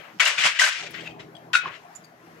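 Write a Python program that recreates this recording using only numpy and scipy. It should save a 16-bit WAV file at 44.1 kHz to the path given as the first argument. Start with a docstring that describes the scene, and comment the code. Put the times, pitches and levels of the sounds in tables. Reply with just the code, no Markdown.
"""Beside a house, brittle cement shingles hit the ground: crashes burst into showers of shards, small chips tinkle,
and one larger slab lands and rings. Shards, chips and slab are made of short fading sine tones, with noise as dust.
The house walls answer with fading noise. A low outdoor rumble, low mids and a faint hiss of filtered noise lie under
it all, with a distant engine's steady low hum made of sines. Two microphone ports hear it, the left slightly first."""
import sys
import numpy as np
from scipy import signal
from scipy.fft import rfft, irfft, next_fast_len
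from scipy.io import wavfile
from scipy.ndimage import uniform_filter1d, map_coordinates

SR = 44100
rng = np.random.default_rng(int(sys.argv[2]) if len(sys.argv) > 2 else 0)


def store_pcm(level_fs):
    """Save levels as 16-bit WAV."""
    pcm = np.round(np.clip(level_fs, -1, 1) * 32767).astype(np.int16)
    wavfile.write(sys.argv[1], SR, np.atleast_2d(pcm).T)


def level_to_linear(level):
    """Convert decibel levels to linear amplitude factors, elementwise."""
    exponent = np.asarray(level, float) / 20
    return 10 ** exponent


N = 105840  # length in samples, 2.4 s
SIDE_LEAD_S = 0.00027  # how much earlier the left port hears the chips and the outdoors


def unit(x):
    """Scale to an average (rms) strength of 1."""
    return x / np.sqrt(np.mean(x ** 2) + 1e-20)


def along(points, hz):
    """Read a curve of (pitch_hz, value) points on a log pitch axis."""
    point_hz, value = np.transpose(points)
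    return np.interp(np.log(hz + 1), np.log(point_hz + 1), value)


def curves(rows):
    """Turn each column after the time into one value per sample."""
    time_s, *columns = np.transpose(rows)
    return [np.interp(np.arange(N) / SR, time_s, column) for column in columns]


def wobble(rate):
    """A smooth random curve with rate random points a second."""
    points = rng.standard_normal(int(N * rate / SR) + 4)
    return map_coordinates(points, [np.arange(N) * rate / SR])


def filtered(x, response):
    """Change the strength and timing of each frequency in x by response(hz)."""
    size = next_fast_len(N + SR // 2)
    hz = np.fft.rfftfreq(size, 1 / SR)
    return irfft(rfft(x, size) * response(hz), size)[..., :N]


def sides(pan_db):
    """Left and right gains that differ by pan_db."""
    return level_to_linear(np.array([pan_db / 2, -pan_db / 2]))


def lead(seconds, hz):
    """Let the left port hear earlier: half of the time gap goes on each port."""
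    return np.exp(1j * np.pi * hz * seconds * np.array([[1], [-1]]))


def spread(pair, spectrum, alike):
    """Colour two unrelated signals and blend them to a left-right pair of rms 1."""
    def mid_and_side(hz):
        turn = np.arccos(np.clip(along(alike, hz), -1, 1)) / 2
        return level_to_linear(along(spectrum, hz)) * [np.cos(turn), np.sin(turn)]

    mid, side = filtered(pair, mid_and_side)
    return unit(np.array([mid + side, mid - side]))


def patchy(spectrum, alike, patchy_db):
    """Stereo noise of rms 1 whose strength varies in random patches of time and frequency."""
    noise = signal.stft(rng.standard_normal((2, N)), nperseg=1024)[2]
    field = uniform_filter1d(rng.standard_normal(noise.shape[1:]), size=4, axis=0)
    field = uniform_filter1d(field, size=4, axis=1)
    pair = signal.istft(noise * level_to_linear(patchy_db * unit(field)), nperseg=1024)[1][:, :N]
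    return spread(pair, spectrum, alike)


def rings(s, db, hz, t60, size):
    """Add up fading sines, each with its own start; t60 is the time in seconds to fade by 60 dB."""
    attack_s = 0.00066
    t = np.arange(size) / SR
    audible = hz[:, None] < SR / 2
    fade = level_to_linear(db[:, None] - 60 * t / np.abs(t60)[:, None])
    wave = fade * np.sin(2 * np.pi * hz[:, None] * t) * audible
    wave = wave * (1 - np.exp(-t / attack_s))
    at = np.round(s * SR).astype(int)[:, None] + np.arange(size)
    return np.bincount(at.ravel(), wave.ravel(), N + SR)[:N]


def pieces(s, db, hz, t60, size, count=4):
    """Flat pieces rattle down in a few contacts and ring in several tones; db has one row per port."""
    # tones of a flat piece: pitch_ratio [multiple of its pitch], level_db [dB]
    plate_tones = [(1.002, 0), (1.429, -10.5), (1.851, -16.5), (2.55, -15)]
    rattle_s, detune = 0.007, 0.024  # longest delay of a contact; typical pitch scatter as a share
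    late = rattle_s * rng.random((len(s), count)) * (np.arange(count) > 0)
    start_s = (s[:, None] + late).ravel()
    out = 0
    for ratio, level in plate_tones:
        off, uneven = np.moveaxis(rng.standard_normal((len(s), count, 2)), -1, 0)
        tone_hz = (hz[:, None] * ratio * (1 + detune * off)).ravel()
        fade_s = t60 / np.sqrt(ratio) + 0 * tone_hz  # higher tones fade sooner
        out = out + np.array([rings(start_s, (port[:, None] + level + 2 * uneven).ravel(), tone_hz, fade_s, size=size)
                              for port in db])
    return out


def crumbs(s, db, hz, count=40):
    """A brief spray of tiny fading tones scattered around a pitch; db has one row per port."""
    spray_s, scatter_octaves = 0.02, 0.462
    late = rng.random((len(s), count)) ** 1.4
    scatter = rng.standard_normal((len(s), count))
    grain_hz = (hz[:, None] * 2 ** (scatter_octaves * scatter)).ravel()
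    start_s = (s[:, None] + spray_s * late).ravel()
    # later grains are weaker; each fades by 60 dB in 45 cycles
    return np.array([rings(start_s, (port[:, None] - 14 * late).ravel(), grain_hz, 45 / grain_hz, size=500)
                     for port in db])


def outdoors():
    """Uneven filtered noise makes rumble, low mids and hiss; sines with slight random drift hum like an engine."""
    # levels over time: time_s [s], level_db [dB]; the rumble's includes the recorder's gain control
    rumble_level, mids_level = [(0.0, -55), (0.04, -64), (0.17, -54), (0.21, -74), (0.3, -62), (0.36, -71),
                                (0.39, -49.5), (0.43, -59), (0.45, -47), (0.55, -74), (0.62, -60.5),
                                (0.76, -68), (0.82, -51.5), (0.92, -52.5), (1.04, -44), (1.06, -50.5),
                                (1.15, -46), (1.38, -54), (1.52, -50), (1.56, -61), (1.62, -63),
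                                (1.66, -53), (1.87, -61.5), (2.4, -55)], [(0.0, -47.5), (0.25, -55.5), (0.37, -48.5), (0.49, -53),
                                                (0.69, -52.5), (1.11, -48), (1.26, -50), (1.62, -54),
                                                (1.76, -55), (2.4, -52.5)]
    air_level, hiss_level = [(0.0, -68), (0.3, -76.5), (0.4, -77), (0.49, -70), (0.55, -77), (0.68, -77),
                             (0.73, -87), (0.95, -67), (1.08, -66), (1.18, -80), (1.58, -82.5), (1.86, -83),
                             (2.11, -82), (2.4, -86)], [(0, -53), (.19, -60), (1.1, -61.5), (1.3, -56.5), (1.52, -59),
                                          (1.85, -58.5), (1.95, -53), (2.1, -55), (2.15, -55.5),
                                          (2.4, -55.5)]
    # noise colours: pitch_hz [Hz], relative_db [dB per Hz]
    rumble_colour, mids_colour = [(15, -79), (25, -33), (96, -13), (114, -11), (156, -2.5), (286, -4.5),
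                                  (323, -1), (357, -7), (399, -3), (480, -7.5), (620, -40), (1060, -120)], [(300, -35), (450, -1.5), (700, 6), (1000, -1), (1500, -23.5),
                                               (2200, -32.5), (3000, -76)]
    air_colour, hiss_colour = [(9000, -44.5), (11500, -9), (13000, 1), (15500, -7)], [(650, -31), (1100, -7), (1340, -7), (1820, -8.5),
                                                 (2250, -12.5), (3350, -21.5), (4960, -23), (6120, -23.5),
                                                 (8560, -33), (12800, -27.5), (15800, -37.5)]
    # tones of a distant engine: pitch_hz [Hz], level_db [dB, before the gain control's moves]
    engine_tones = [(126, -65), (164, -62), (250, -68), (323, -62), (405, -64.5)]
    # likeness of left and right: pitch_hz [Hz], likeness [1 = same]
    far_likeness = [(60, 0.85), (250, 0.9), (700, 0.53), (2000, 0.18), (8000, 0.16)]
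    # balance of the ports: pitch_hz [Hz], left_minus_right_db [dB]
    far_balance = [(60, 2.3), (180, 1.2), (550, 1.3), (1650, 7.6), (4970, 3.1), (15000, 2.5)]
    (rumble_db,), (mids_db,) = curves(rumble_level), curves(mids_level)
    (air_db,), (hiss_db,) = curves(air_level), curves(hiss_level)
    t = np.arange(N) / SR
    rumble = patchy(rumble_colour, far_likeness, patchy_db=4) * level_to_linear(rumble_db + 2.4 * wobble(12))
    hum = 0
    for hz, db in engine_tones:
        hum = hum + level_to_linear(db + 3 * wobble(12)) * np.sin(2 * np.pi * hz * t + 0.8 * wobble(8))
    hum = hum * level_to_linear(rumble_db - rumble_db.mean())  # the recorder's gain control moves rumble and hum together
    hiss = patchy(hiss_colour, far_likeness, patchy_db=2.0) * level_to_linear(hiss_db + 1.2 * wobble(7))
    mids = patchy(mids_colour, far_likeness, patchy_db=4.5) * level_to_linear(mids_db)
    air = patchy(air_colour, far_likeness, patchy_db=1.0) * level_to_linear(air_db)
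    mix = mids + air + rumble + hum + hiss
    return filtered(mix, lambda hz: sides(along(far_balance, hz)))


def shower():
    """Thousands of shards, each a few cycles at its own pitch, over the noise of gritty dust."""
    # one list per stretch of falling shards: time_s [s], level_db [dB, before a common cut], bass_db [dB],
    # treble_db [dB], top_treble_db [dB, on top of treble_db], left_minus_right_db [dB]
    stretches = [
        [(0.0, -44, -1.5, -8, -9, 7.5), (0.112, -52.5, 20, -3, -3, 2), (0.186, -61.5, 2, 5, 2, -17)],
        [(0.197, -18.5, -13, -9, 5, 0), (0.203, -13.5, 0.5, 0.5, 7, -0.5), (0.25, -20, 3, 1.5, 0.5, -3)],
        [(0.253, -25.5, 1, 13.5, 14, 1), (0.261, -18, 4.5, 5.5, -2.5, 0), (0.367, -31, 3.5, 3, 0, -1.5),
         (0.375, -31, -2, 3, -0.5, -1.5)],
        [(0.378, -25, 0, 1, 0, -4), (0.384, -19.5, -9, 0.5, 4.5, -1.5), (0.435, -21, -1, 2, -1.5, -0.5)],
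        [(0.438, -14, -1, -1, 1, -4), (0.468, -14, 3.5, 0.5, 6.5, -4), (0.542, -31.5, -10, 0.5, -3, -0.5),
         (0.587, -29, -21, -0.5, -11, 1.5)],
        [(0.591, -18, -14, 4, -4.5, -1), (0.597, -16, -1, 6, 5.5, -4), (0.683, -22.5, 8, 4.5, 8, -3),
         (0.7, -26, 1.5, 2.5, 9, -1.5)],
        [(0.703, -26, -13, 3.5, -1.5, -1.5), (0.871, -37, -20, 4, -12, 0), (0.893, -44.5, -9, 1.5, -9, 1),
         (0.94, -43.5, 0, 5, -12, 0)],
        [(0.943, -31, -15, -4, -3, 2), (0.949, -33.5, -25, -4, -19, 6), (1.049, -41.5, -26, -3.5, 7, -4),
         (1.071, -36.5, -20, -12, 10, -2), (1.097, -50, -9, 0.5, -3, -6), (1.187, -63, 0, -2, -2, 0),
         (1.199, -40.5, -1, 0, -12, -0.5), (1.3, -71, 4, 3, -4, -10)],
        [(1.532, -17.5, -21, -3, 1.5, 0.5), (1.558, -21, -11, 1.5, 7.5, -5), (1.582, -33.5, -17, 4, 12.5, -4.5),
         (1.63, -38.5, 3, -5, -4, 2)],
        [(1.633, -35, 11, -12, -11.5, -7.5), (1.681, -33.5, 14, -8.5, -15, -1), (1.703, -44, 14.5, -7, -10, 3),
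         (1.759, -42, 0, -4, -22, 4.5), (1.825, -71, 0, 14, -2, 3), (1.85, -62, 0, 5, 12, 3)],
    ]
    # colour of the shards: pitch_hz [Hz], relative_db [dB per Hz]
    shard_colour = [(180, -57), (300, -34), (610, -10), (835, -15.5), (1050, -5.5), (1370, -2.5),
                    (1560, -1), (3020, -0.5), (3750, -6.5), (7250, -13.5), (14300, -42.5), (15500, -48)]
    # likeness of left and right: pitch_hz [Hz], likeness [1 = same]
    shard_likeness = [(300, 1), (1000, 0.73), (2000, 0.27), (4000, 0.13), (10000, 0.27)]
    shards_per_s, fade_cycles, dust_db = 3000, 18.8, 5  # cycles to fade by 60 dB; dust over shards
    clump_db, clumps_per_s = 1, 90  # shards land in clumps
    level_db, bass_db, treble_db, top_db, pan_db = curves(np.concatenate(stretches))
    count = int(shards_per_s * N / SR)
    pair = []
    for port in range(2):
        when, height = rng.random((2, count))
        hz = 400 * (15000 / 400) ** height
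        shards = unit(rings(when * N / SR, 20 * np.log10(hz), hz, fade_cycles / hz, size=500))
        pair.append(shards + level_to_linear(dust_db) * rng.standard_normal(N))
    body = spread(np.array(pair), shard_colour, shard_likeness)
    low = filtered(body, lambda hz: 1 / (1 + (hz / 1100) ** 6))
    high = filtered(body, lambda hz: 1 - 1 / (1 + (hz / 3800) ** 6))
    top = filtered(body, lambda hz: 1 - 1 / (1 + (hz / 8500) ** 6))
    tilted = body + (level_to_linear(bass_db) - 1) * low
    tilted = tilted + (level_to_linear(treble_db) - 1) * (high - top) + (level_to_linear(treble_db + top_db) - 1) * top
    t = np.arange(N) / SR
    # no shards just before the first big crash at 0.197 s, nor just before the slab lands
    falling = np.zeros(N, bool)
    for rows in stretches:
        falling |= (t >= rows[0][0]) & (t <= rows[-1][0] + 0.005)
    gain = level_to_linear(level_db - 2.5 + clump_db * wobble(clumps_per_s))
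    return tilted * gain * sides(pan_db) * falling


def cracks():
    """Each big piece that breaks gives a short dull plate ring with a spray of crumbs."""
    # breaks: start_s [s], level_db [dB, before a common cut], pitch_hz [Hz]
    breaks = [(0.2004, -8.5, 2177), (0.2084, -21, 2260), (0.2205, -13, 1920), (0.2587, -9.5, 2854),
              (0.2743, -14, 1555), (0.3811, -12, 2433), (0.429, -17, 2720), (0.4484, -14, 2110),
              (0.4639, -15, 2360), (0.595, -4.5, 1960), (0.6172, -2.5, 1582), (0.6348, -2.5, 1572),
              (0.6588, -13.5, 2004), (0.6753, -17.5, 1480), (0.8638, -26, 2430), (0.9483, -29, 1990),
              (1.0066, -27, 3090), (1.0565, -27, 2630), (1.0726, -26, 2582), (1.6556, -21, 1110),
              (1.6744, -21, 1065), (1.7401, -39, 2790), (1.7584, -33, 2820)]
    common_db, crumbs_db, crumbs_up = -10, -15.5, 1.2  # crumbs over the ring; their pitch as a multiple
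    s, db, hz = np.transpose(breaks)
    ring_db = db + common_db
    ring = pieces(s, [ring_db], hz, t60=0.039, size=2000)
    spray = crumbs(s, [ring_db + crumbs_db], crumbs_up * hz)
    return (ring + spray)[0]


def walls(x):
    """The walls answer 300 samples later with noise in which each frequency dies at its own speed."""
    # fading of the answer: pitch_hz [Hz], t60_s [s to fade by 60 dB]
    fading = [(300, .15), (2000, 0.32), (7000, 0.15), (12000, 0.051)]
    hz, t, noise = signal.stft(rng.standard_normal((2, SR // 2)), SR, nperseg=256)
    fade = level_to_linear(-60 * t / along(fading, hz)[:, None])
    tail = signal.istft(noise * fade, SR, nperseg=256)[1]
    tail = tail / np.linalg.norm(tail[0])
    return signal.fftconvolve(np.pad(x, (300, 0))[None], tail, axes=1)[:, :N]


def chips():
    """Small bouncing pieces tinkle as little plates and shed crumbs, each from its own side."""
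    # landings: start_s [s], level_db [dB], pitch_hz [Hz], left_minus_right_db [dB], crumbs_over_ring_db [dB]
    landings = [(0.276, -24, 7200, -7, 1), (0.908, -54, 10500, 6, 14), (.96, -58, 12100, 2, 5),
                (1.108, -49, 3150, 9, -22), (1.195, -39, 2100, -7, -17), (1.203, -48, 3900, -6, -2),
                (1.35, -50.5, 3300, 16.5, -9), (1.365, -44.5, 3300, 10, -14), (1.951, -50, 6950, -26, -4),
                (1.96, -41.5, 6950, -17.5, -5), (2.038, -53, 4700, 12, -10), (2.045, -52.5, 4700, 22, -8)]
    s, db, hz, pan_db, crumbs_db = np.transpose(landings)
    ports = np.array([db + pan_db / 2, db - pan_db / 2])
    return pieces(s, ports, hz, t60=0.028, size=3000) + crumbs(s, ports + crumbs_db, 1.15 * hz)


def slab():
    """One large piece lands on edge and falls flat, ringing in many tones at every contact."""
    # contacts with the ground: start_s [s], level_db [dB]
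    contacts = [(1.531, -32), (1.539, -14), (1.545, -26), (1.552, -11), (1.56, -24.5)]
    # tones: pitch_hz [Hz], level_db [dB, added to the contact's], t60_s [s, free ring, limited below]
    slab_tones = [(1274, -38, 0.75), (1446, 3.5, 0.16), (1460, -28, 5.0), (2360, -16, 0.099),
                  (2554, -6.5, 0.4), (3100, -28, 0.2), (3190, -25, 0.12), (3790, -8, 0.46),
                  (4110, -20, 0.27), (4280, -20, 0.16)]
    grip_t60_s, free_db = 0.046, -15  # damped by the ground; a weak part rings on freely
    hz, level, t60 = np.transpose(slab_tones)
    out = 0
    for s, contact_db in contacts:
        start_s = s + 0 * hz
        db = contact_db + level + rng.normal(0, 1, len(hz))
        out = out + rings(start_s, db, hz, grip_t60_s + 0 * hz, size=4000)
        free_hz = hz * (1 + 0.008 * rng.standard_normal(len(hz)))
        out = out + rings(start_s, db + free_db, free_hz, np.minimum(t60, 0.3), size=14000)
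    return out


def scene():
    """Breaking pieces as the two ports hear them, with the walls and the outdoors."""
    # balance of the ports: pitch_hz [Hz], left_minus_right_db [dB]
    near_balance = [(60, -9), (99, -5), (160, 2.0), (270, -7.5), (450, 10.5), (740, 3), (1220, 1.5),
                    (2010, 14), (3330, 6.5), (5500, -4), (9080, 5), (15000, 11)]
    crash_lead_s, walls_db, low_cut_hz = 0.00003, -10.5, 518

    def ports(hz):
        low_cut = (1j * hz / (low_cut_hz + 1j * hz)) ** 2  # small pieces radiate little bass
        return sides(along(near_balance, hz)) * low_cut

    outside = outdoors()
    shards = shower()
    solid = cracks() + slab()
    tinkle = chips()
    crash = shards + solid + level_to_linear(walls_db) * walls(solid + tinkle.mean(0))
    near = filtered(crash, lambda hz: lead(crash_lead_s, hz)) + filtered(tinkle, lambda hz: lead(SIDE_LEAD_S, hz))
    return filtered(near, ports) + filtered(outside, lambda hz: lead(SIDE_LEAD_S, hz))


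def roll_off(x):
    """The treble ends steeply here."""
    return signal.sosfilt(signal.butter(12, 15960, fs=SR, output="sos"), x)


def record(dry):
    """Turn the finished mix into the sound that is written out."""
    return roll_off(dry)


dry = scene()
out = record(dry)
store_pcm(out)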